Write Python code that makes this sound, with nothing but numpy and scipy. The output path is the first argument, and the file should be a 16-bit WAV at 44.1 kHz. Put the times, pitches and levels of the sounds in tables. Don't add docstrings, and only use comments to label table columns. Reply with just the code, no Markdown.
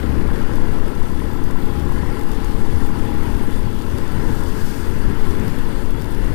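import sys
import numpy as np
from scipy import signal
from scipy.fft import rfft, irfft
from scipy.io import wavfile
from scipy.ndimage import uniform_filter1d

SR = 44100
rng = np.random.default_rng(int(sys.argv[2]) if len(sys.argv) > 2 else 0)


def transcribe(signal):
    frames = np.atleast_2d(signal).T
    limited = np.clip(frames, -1, 1)
    pcm = np.round(limited * 32767).astype(np.int16)
    wavfile.write(sys.argv[1], SR, pcm)


def invert_db(level):
    return 10 ** (np.asarray(level, dtype=float) / 20)


N = 279594
T = np.arange(N) / SR
F = np.maximum(np.fft.rfftfreq(N, 1 / SR), .1)

# time_s, firing_rate_hz
SPEED = [(0, 33.2), (.7, 34.3), (1.45, 35.45), (2.2, 36.35), (2.95, 37.3), (3.3, 37.7), (3.52, 37.9),
         (3.7, 38.4), (4.0, 38.55), (4.45, 39.15), (5.2, 39.7), (6.34, 40.3)]


def level(x, db):
    return x * invert_db(db) / np.sqrt(np.mean(x ** 2))


def curve(table):
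    s, value = np.transpose(table)
    return np.interp(T, s, value)


def walk(rate):
    k = max(int(SR / rate), 2)
    steps = np.repeat(rng.standard_normal(300), k)[:N]
    w = uniform_filter1d(uniform_filter1d(steps, k), k)
    return w / w.std()


def filtered_noise(response):
    return irfft(rfft(rng.standard_normal(N)) * response, N)


def noise(spectrum, shared_db, own_db, rate, count):
    hz, db = np.transpose(spectrum)
    colour = invert_db(np.interp(np.log(F), np.log(hz), db, left=-90, right=-90))
    shaped = rfft(rng.standard_normal(N)) * colour
    place = (count - 1) * np.log(F / hz[0]) / np.log(hz[-1] / hz[0])
    total = np.zeros(N)
    for k in range(count):
        share = np.clip(1 - abs(place - k), 0, 1)
        total += irfft(shaped * share, N) * invert_db(own_db * walk(rate))
    return level(total * invert_db(shared_db * walk(rate)), 0)


def resonance(hz, width):
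    return 1 / (1 + 1j * (F - hz ** 2 / F) / width)


def add(out, s, grain):
    i = int(s * SR)
    out[i:i + len(grain)] += grain[:N - i]


def bump(s, half, db):
    return db * np.exp(-((T - s) / half) ** 2)


def swells(table, lull_db):
    power = invert_db(lull_db) ** 2
    for s, db, half in table:
        power = power + invert_db(bump_db := db) ** 2 * np.exp(-2 * ((T - s) / half) ** 2)
    return np.sqrt(power)


def follow(mean_db, per_wind_db, per_firing_hz):
    # time_s, level_db
    airflow = [(0, -34), (.45, -32), (.75, -31.5), (1.05, -35.5), (1.6, -34.5), (2.05, -33), (2.4, -34.5),
               (2.9, -34.5), (3.3, -31.5), (3.75, -38), (4.2, -29), (4.65, -34), (5.2, -30.5), (5.5, -30),
               (5.85, -33.5), (6.34, -30.5)]
    wind_db, rate = curve(airflow), curve(SPEED)
    return mean_db + per_wind_db * (wind_db - wind_db.mean()) + per_firing_hz * (rate - rate.mean())


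def engine():
    # time_s, level_db
    throttle = [
        (0, 1.5),
        (.3, -1),
        (1, -5),
        (1.7, -3),
        (2.3, -3.5),
        (3, -1.5),
        (3.5, -3),
        (4, -5.5),
        (5.3, -5),
        (6.34, -7.5),
    ]
    rate = curve(SPEED)
    cycles = np.cumsum(rate) / SR
    chance = rng.standard_normal((300, 2))
    driven = exhaust(cycles, chance) + exhaust_gas(cycles) + chain(cycles) + gear_whine(cycles, rate)
    return invert_db(curve(throttle)) * driven + crank(cycles) + intake(cycles, invert_db(.8 * chance[:, 0]))


def exhaust(cycles, chance):
    # pitch_hz, width_hz, level_db, lag_ms after the firing
    pipe_rings = [(115.7, 74, -1.5, 0.79), (149.5, 55, 0, 13.34), (237.8, 101, 5.5, 5.976),
                  (334.5, 99, -0.5, 18), (443, 51, -4.5, 9.85), (576, 45, -16, 20.5), (830, 13, -12, 3.52),
                  (1015, 140, -25, 15), (1360, 160, -18, 18.5), (1520, 210, -22, 6.6)]
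    at = np.flatnonzero(np.diff(np.floor(cycles)) > 0)
    late = (.0001 * SR * chance[:len(at), 0]).astype(int)
    pulses = np.zeros(N)
    pulses[np.clip(at + late, 0, N - 1)] = invert_db(2.0 * chance[:len(at), 1])
    pipe = 0
    for hz, width, db, ms in pipe_rings:
        delay = np.exp(-2j * np.pi * F * ms / 1000)
        pipe = pipe + invert_db(db) * resonance(hz, width) ** 2 * delay
    pipe = pipe * (1 - .65 * resonance(395, 55))
    return level(irfft(rfft(pulses) * pipe, N), -22.2)


def exhaust_gas(cycles):
    return level(np.exp(-(cycles % 1) / .3) * filtered_noise(resonance(1200, 1500) ** 2), -40)


def chain(cycles):
    # multiple of the firing rate, level_db
    chain_tones = [(9.7, -34), (8.5, -40)]
    taut_db = bump(1.85, .6, 5)
    return sum(invert_db(db + taut_db + walk(4.3)) * np.sin(2 * np.pi * k * cycles) for k, db in chain_tones)


def gear_whine(cycles, rate):
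    gear_tones = (((22, -35.5), (23, -33)), 826, 24)
    orders, hz, width = gear_tones
    whine = np.zeros(N)
    for k, db in orders:
        tone = np.sin(2 * np.pi * k * cycles + .3 * walk(8))
        whine += invert_db(db + .5 + 1.2 * walk(5)) * tone / (1 + ((k * rate - hz) / width) ** 2)
    comes_s, fades_s = 1.6, 3.95
    return whine / (1 + (T / fades_s) ** 12) / (1 + (comes_s / (T + .1)) ** 8)


def crank(cycles):
    # peak_s, level_db, half_length_s
    presses = [(.1, -12.5, 0.091), (.27, -16.5, 0.087), (.55, -21.5, .1), (.8, -20.5, 0.055),
               (1.2, -23.5, 0.17), (1.5, -26, 0.11), (1.81, -17, 0.035), (2.02, -20, .06),
               (2.43, -24, 0.11), (2.8, -20.5, 0.091), (3.0, -26, .06), (3.2, -21.5, 0.14),
               (3.56, -23, 0.08), (3.72, -28, 0.035), (3.97, -18, 0.095), (4.15, -24, 0.1),
               (4.32, -21.5, .08), (4.58, -25.5, 0.053), (4.82, -21, .05), (5.0, -19.5, 0.082),
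               (5.3, -16.5, 0.046), (5.47, -22, 0.045), (6.0, -33, 0.076), (6.24, -27, .07)]
    return swells(presses, lull_db=-27.5) * invert_db(0.53 * walk(6.8)) * np.sin(4 * np.pi * cycles)


def intake(cycles, sizes):
    # time_s, level_db
    bark_level = [(0, -39), (.5, -37), (1.1, -39.5), (1.6, -37.5), (2.05, -34.5), (2.5, -37.5),
                  (3.2, -36.5), (3.7, -41), (4.2, -39), (4.8, -45), (6.34, -48)]
    # pitch_hz, width_hz, level_db
    box_rings = [(835, 70, 0), (1005, 130, 0)]
    gulp_at, gulp_lasts = .6, .2
    since = (cycles - gulp_at) % 1
    size = sizes[np.floor(cycles - gulp_at + 1).astype(int)]
    nearness = np.exp(-(np.minimum(since, 1 - since) / gulp_lasts) ** 2)
    puff = level(nearness * rng.standard_normal(N), 0)
    knock = level(1. * (np.diff(since, prepend=0) < 0), -3)
    box = sum(invert_db(db) * resonance(hz, width) for hz, width, db in box_rings) * resonance(930, 500)
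    return invert_db(curve(bark_level)) * level(irfft(rfft(size * (puff + knock)) * box, N), 0)


def buffet():
    # time_s, level_db
    turbulence = [(0, -27), (.2, -14), (.7, -13), (1.2, -15.5), (1.6, -13), (1.85, -16), (2.1, -13.5),
                  (3.1, -14), (3.5, -12), (3.8, -18), (4.1, -13), (4.6, -12.5), (4.8, -20), (5.0, -14),
                  (5.4, -16), (5.65, -12), (6.0, -17), (6.34, -14)]
    # pitch_hz, level_db per Hz
    rumble = [(1.5, -10), (4, 0), (10, -1), (16, -4), (21, -11), (27, -30), (50, -55)]
    return invert_db(curve(turbulence)) * noise(rumble, shared_db=.4, own_db=.6, rate=3, count=3)


def heave():
    # peak_s, level_db, half_length_s
    shoves = [(.15, -21, .06), (.33, -15, 0.14), (.58, -17, 0.07), (.85, -17, 0.047), (1.25, -19, .05),
              (1.44, -16, 0.084), (1.75, -14, .04), (1.93, -21, 0.074), (2.1, -10, 0.034),
              (2.34, -14, 0.064), (2.48, -11.5, 0.059), (2.76, -22, 0.048), (2.95, -17, 0.1),
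              (3.2, -20, .06), (3.35, -10, 0.067), (3.58, -23, 0.055), (3.76, -19, .05), (3.92, -15, 0.046),
              (4.1, -32, .05), (4.26, -11, 0.058), (4.45, -18, 0.075), (4.88, -17, 0.057),
              (5.06, -8, 0.045), (5.24, -15, 0.071), (5.45, -30, .08), (5.77, -15.5, 0.045),
              (5.93, -13, 0.047), (6.1, -15, 0.037), (6.25, -9.5, 0.082)]
    sway = signal.hilbert(filtered_noise(resonance(28.35, 15.7) ** 2))
    steady = np.real(sway / (abs(sway) + 0.14 * abs(sway).mean()))
    return swells(shoves, lull_db=-27) * steady


def thump():
    # peak_s, level_db, fall_s
    gusts = [(.09, -16.5, 0.27), (.33, -28, .04), (.46, -27, 0.08), (0.689, -24, 0.15), (1.1, -25.5, 0.077),
             (1.24, -24, 0.54), (1.55, -24, 0.24), (1.77, -23, 0.29), (2.03, -20, 0.037), (2.42, -27, 0.15),
             (2.61, -17.5, 0.03), (2.75, -13.5, 0.051), (2.98, -24, 0.35), (3.18, -24, 0.44),
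             (3.65, -15.5, 0.051), (3.94, -18, 0.11), (4.15, -21, 0.27), (4.28, -24, 0.31),
             (4.9, -22, 0.19), (5.08, -15.5, 0.088), (5.27, -33, 0.035), (5.42, -18, 0.13),
             (5.54, -20, 0.029), (5.72, -37, 0.059), (5.95, -21.5, 0.2), (6.18, -20, 0.16), (6.32, -20, .1)]
    # pitch_hz, level_db per Hz
    thump_colour = [(14, -10), (22, -16.5), (31, -13.5), (48, -11.5), (75, -11), (105, -12.5), (140, -19),
                    (220, -19.5), (400, -71)]
    rise_s, lull_db = 0.031, -27
    power = invert_db(lull_db) ** 2
    for s, db, fall in gusts:
        shape = np.exp(-np.where(T < s, ((T - s) / rise_s) ** 2, (T - s) / fall))
        power = power + (invert_db(db) * shape) ** 2
    gain = np.sqrt(power) * invert_db(-0.25)
    return gain * noise(thump_colour, shared_db=1.0, own_db=1.5, rate=10, count=4)


def roar():
    # pitch_hz, level_db per Hz
    roar_colour = [(70, -19), (130, 4.5), (200, -2), (300, 3.5), (450, -3), (650, -14.5), (1000, -26)]
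    slack_db = bump(4.13, .09, -4)
    gain = invert_db(follow(mean_db=-27, per_wind_db=0.92, per_firing_hz=-0.4) + slack_db)
    return gain * noise(roar_colour, shared_db=0.26, own_db=-0.5, rate=6.3, count=5)


def rush():
    # pitch_hz, level_db per Hz
    rush_colour = [(400, 5), (700, -7), (950, -0.5), (1200, -5.5), (1800, -3), (2400, -11.5), (3400, -27),
                   (5000, -29), (8000, -96)]
    stripes_db = bump(.2, .35, 1.5)
    gain = invert_db(follow(mean_db=-34.5, per_wind_db=0.79, per_firing_hz=-0.013) + stripes_db)
    return gain * noise(rush_colour, shared_db=0.0, own_db=1.5, rate=10, count=16)


def spray():
    # pitch_hz, level_db per Hz
    spray_colour = [(2000, -2), (3200, 6.5), (4600, -1), (6500, -2.5), (9000, -1), (11000, 0), (14000, -4),
                    (17000, -5)]
    puddles_db = bump(2.82, 0.84, 2.5)
    gain = invert_db(follow(mean_db=-44.5, per_wind_db=0.36, per_firing_hz=0.21) + puddles_db)
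    return gain * noise(spray_colour, shared_db=.9, own_db=1.1, rate=22, count=16)


def drop(hz, low_db, decay_s, chance):
    t = np.arange(len(chance)) / SR
    splat = .75 * np.sin(2 * np.pi * hz * t) + 1.1 * chance
    tick = invert_db(low_db) * np.sin(2 * np.pi * 3600 * t)
    return 2 * t / decay_s * np.exp(-t / decay_s) * (splat + tick)


def rain():
    # start_s, level_db, pitch_hz
    large_drops = [(0.2772, -34, 10000), (0.556, -32, 12700), (0.6189, -38, 5730), (0.8794, -34, 12600),
                   (1.029, -37, 9000), (1.44, -35, 11200), (1.509, -33, 9960), (1.7957, -34, 10400),
                   (1.9215, -36, 10900), (2.1934, -33, 11500), (2.2115, -33, 10500), (2.233, -37, 12000),
                   (2.333, -37, 10600), (2.3156, -31, 10760), (2.445, -32, 6540), (2.8044, -40, 9700),
                   (3.2315, -36, 6440), (3.5597, -38, 9300), (3.82, -33.5, 6930), (3.9762, -40, 9700),
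                   (3.983, -28, 10600), (3.984, -37, 5000), (4.0775, -38, 6410), (4.1179, -36, 8500),
                   (5.3077, -35, 6000), (5.397, -34, 6300), (5.4794, -32, 12200), (5.586, -36, 10300),
                   (5.906, -34, 12400), (6.0124, -35, 5470), (6.0194, -31.5, 9500), (6.0434, -36, 11500),
                   (6.1469, -33.5, 10700), (0.9767, -42, 9000), (3.5907, -36, 10000), (4.306, -35, 6000),
                   (4.405, -34, 8300), (4.435, -32, 10400), (4.71, -35, 8950), (0.0697, -43, 4900),
                   (0.5352, -37, 5200), (0.7906, -52, 6000), (1.1932, -35, 11500), (1.7878, -43, 5000),
                   (3.6287, -37, 5030), (6.1809, -37, 13000)]
    out = np.zeros(N)
    for s, db, hz in large_drops:
        add(out, s, invert_db(min(db, -29)) * drop(hz, -6, .0011, rng.standard_normal(400)))
    for when, pitch, size in rng.random((900, 3)):
        small = drop(5000 * 2.9 ** pitch, -8, .00025, rng.standard_normal(200))
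        add(out, when * T[-1], invert_db(-46 + 11.5 * size ** 3) * small)
    return out


def lorry():
    abreast_s, half_s, spray_db = 4.58, 0.37, -41.5
    cloud = level(filtered_noise(resonance(7200, 13000)) * invert_db(1.5 * walk(45)), spray_db)
    engine_burst = level(filtered_noise(resonance(1680, 200)), -39)
    return engine_burst * np.exp(-((T - 4.6) / .05) ** 2) + cloud * np.exp(-abs((T - abreast_s) / half_s) ** 3)


def panels():
    # pitch_hz, level_db
    panel_rings = [(850, -33), (1030, -36.5), (1340, -30), (1650, -38), (2700, -41), (3420, -39.5),
                   (4660, -42), (7500, -49), (9750, -46), (11000, -47), (12600, -50)]
    out, t = np.zeros(N), np.arange(SR // 16) / SR
    for hz, db in panel_rings:
        for when, pitch, size in rng.random((190, 3)):
            detune = 1 + .05 * (pitch - .5) + 0.0403 * (size - .5) * np.sin(40 * when)
            ring = np.sin(2 * np.pi * hz * detune * t) * t / 0.0027 * np.exp(-t / 0.009)
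            add(out, when * T[-1], invert_db(db + 9.2 * (size - 2)) * ring)
    return out


def tab():
    tab_pitches = (8933, 13776)
    tab_fades = (.14, .085)
    # start_s, level_db, number of knocks one firing apart
    tab_knocks = [
        [(1.1937, -60, 1), (1.5883, -57, 1), (3.4206, -52, 1), (3.5644, -52, 1), (4.4323, -62, 1), (5.4459, -59, 1), (5.6844, -56, 1), (5.7937, -57, 1), (6.106, -52, 1), (6.2397, -57, 1)],
        [(1.3034, -54, 3), (1.4396, -57, 1), (1.5604, -53, 4), (1.79, -59, 1), (1.83, -60, 1), (1.89, -59, 2), (2.8639, -52, 1), (3.3692, -55, 1), (3.4396, -53, 1), (4.665, -60, 1), (5.1088, -58, 1), (5.1627, -59, 1), (5.2974, -60, 1), (5.4194, -60, 1), (5.6196, -60, 1), (5.7124, -59, 1), (5.9838, -60, 3), (6.1055, -51, 1), (6.2544, -61, 1)],
    ]
    out, t = np.zeros(N), np.arange(SR // 4) / SR
    for hz, t60, knocks in zip(tab_pitches, tab_fades, tab_knocks):
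        fade_db = -30 * t / t60 - 6 * (t / (.3 * t60)) ** 4
        for s, db, count in knocks:
            ring = invert_db(db + 10.0 + fade_db) * np.sin(2 * np.pi * hz * t)
            for k in range(count):
                add(out, s + k / np.interp(s, *np.transpose(SPEED)), ring)
        out += level(filtered_noise(resonance(hz, 25)) * invert_db(4 * walk(12)), -69)
    return out


def right_hiss():
    # pitch_hz, level_db per Hz
    hiss_colour = [(15, -3), (50, -5), (120, -8), (400, -6), (1000, -10), (2000, -13), (3500, -20),
                   (6000, -40)]
    gain = invert_db(follow(mean_db=-78.3, per_wind_db=1.1, per_firing_hz=-.5))
    return gain * noise(hiss_colour, shared_db=.3, own_db=.4, rate=8, count=4)


def scene():
    # pitch_hz, width_hz, lift_db
    shell_rings = [(444, 23, 3.5), (866, 57, 3.5), (1010, 140, 1.5), (1480, 160, 1.5), (2374, 145, -6),
                   (2790, 160, 2.5), (3007, 95, 5), (3080, 120, -3.5), (3420, 140, 1), (3590, 44, 4),
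                   (3790, 89, -9), (4660, 1230, 4), (8500, 220, 1.5), (10100, 350, -0.5), (10900, 410, 0)]
    shell = np.prod([1 + (invert_db(db) - 1) * resonance(hz, width) for hz, width, db in shell_rings], axis=0)
    outside = buffet() + heave() + thump() + roar() + rush() + spray() + rain() + lorry()
    inside = irfft(rfft(outside) * shell, N) + engine() + panels() + tab()
    return np.array([inside, np.zeros(N)])


def band_limit(x):
    return signal.sosfilt(signal.butter(12, 15620, fs=SR, output="sos"), x)


def record(dry):
    live = np.tanh(.85 * dry[0]) / .85
    live = irfft(rfft(live) * (F < 15600), N)
    edge = irfft(rfft(live) * (F > 15250), N)
    live = live - edge * np.clip(4 * (walk(36) - .7), 0, 1)
    return band_limit(np.array([live, right_hiss()]))


dry = scene()
out = record(dry)
transcribe(out)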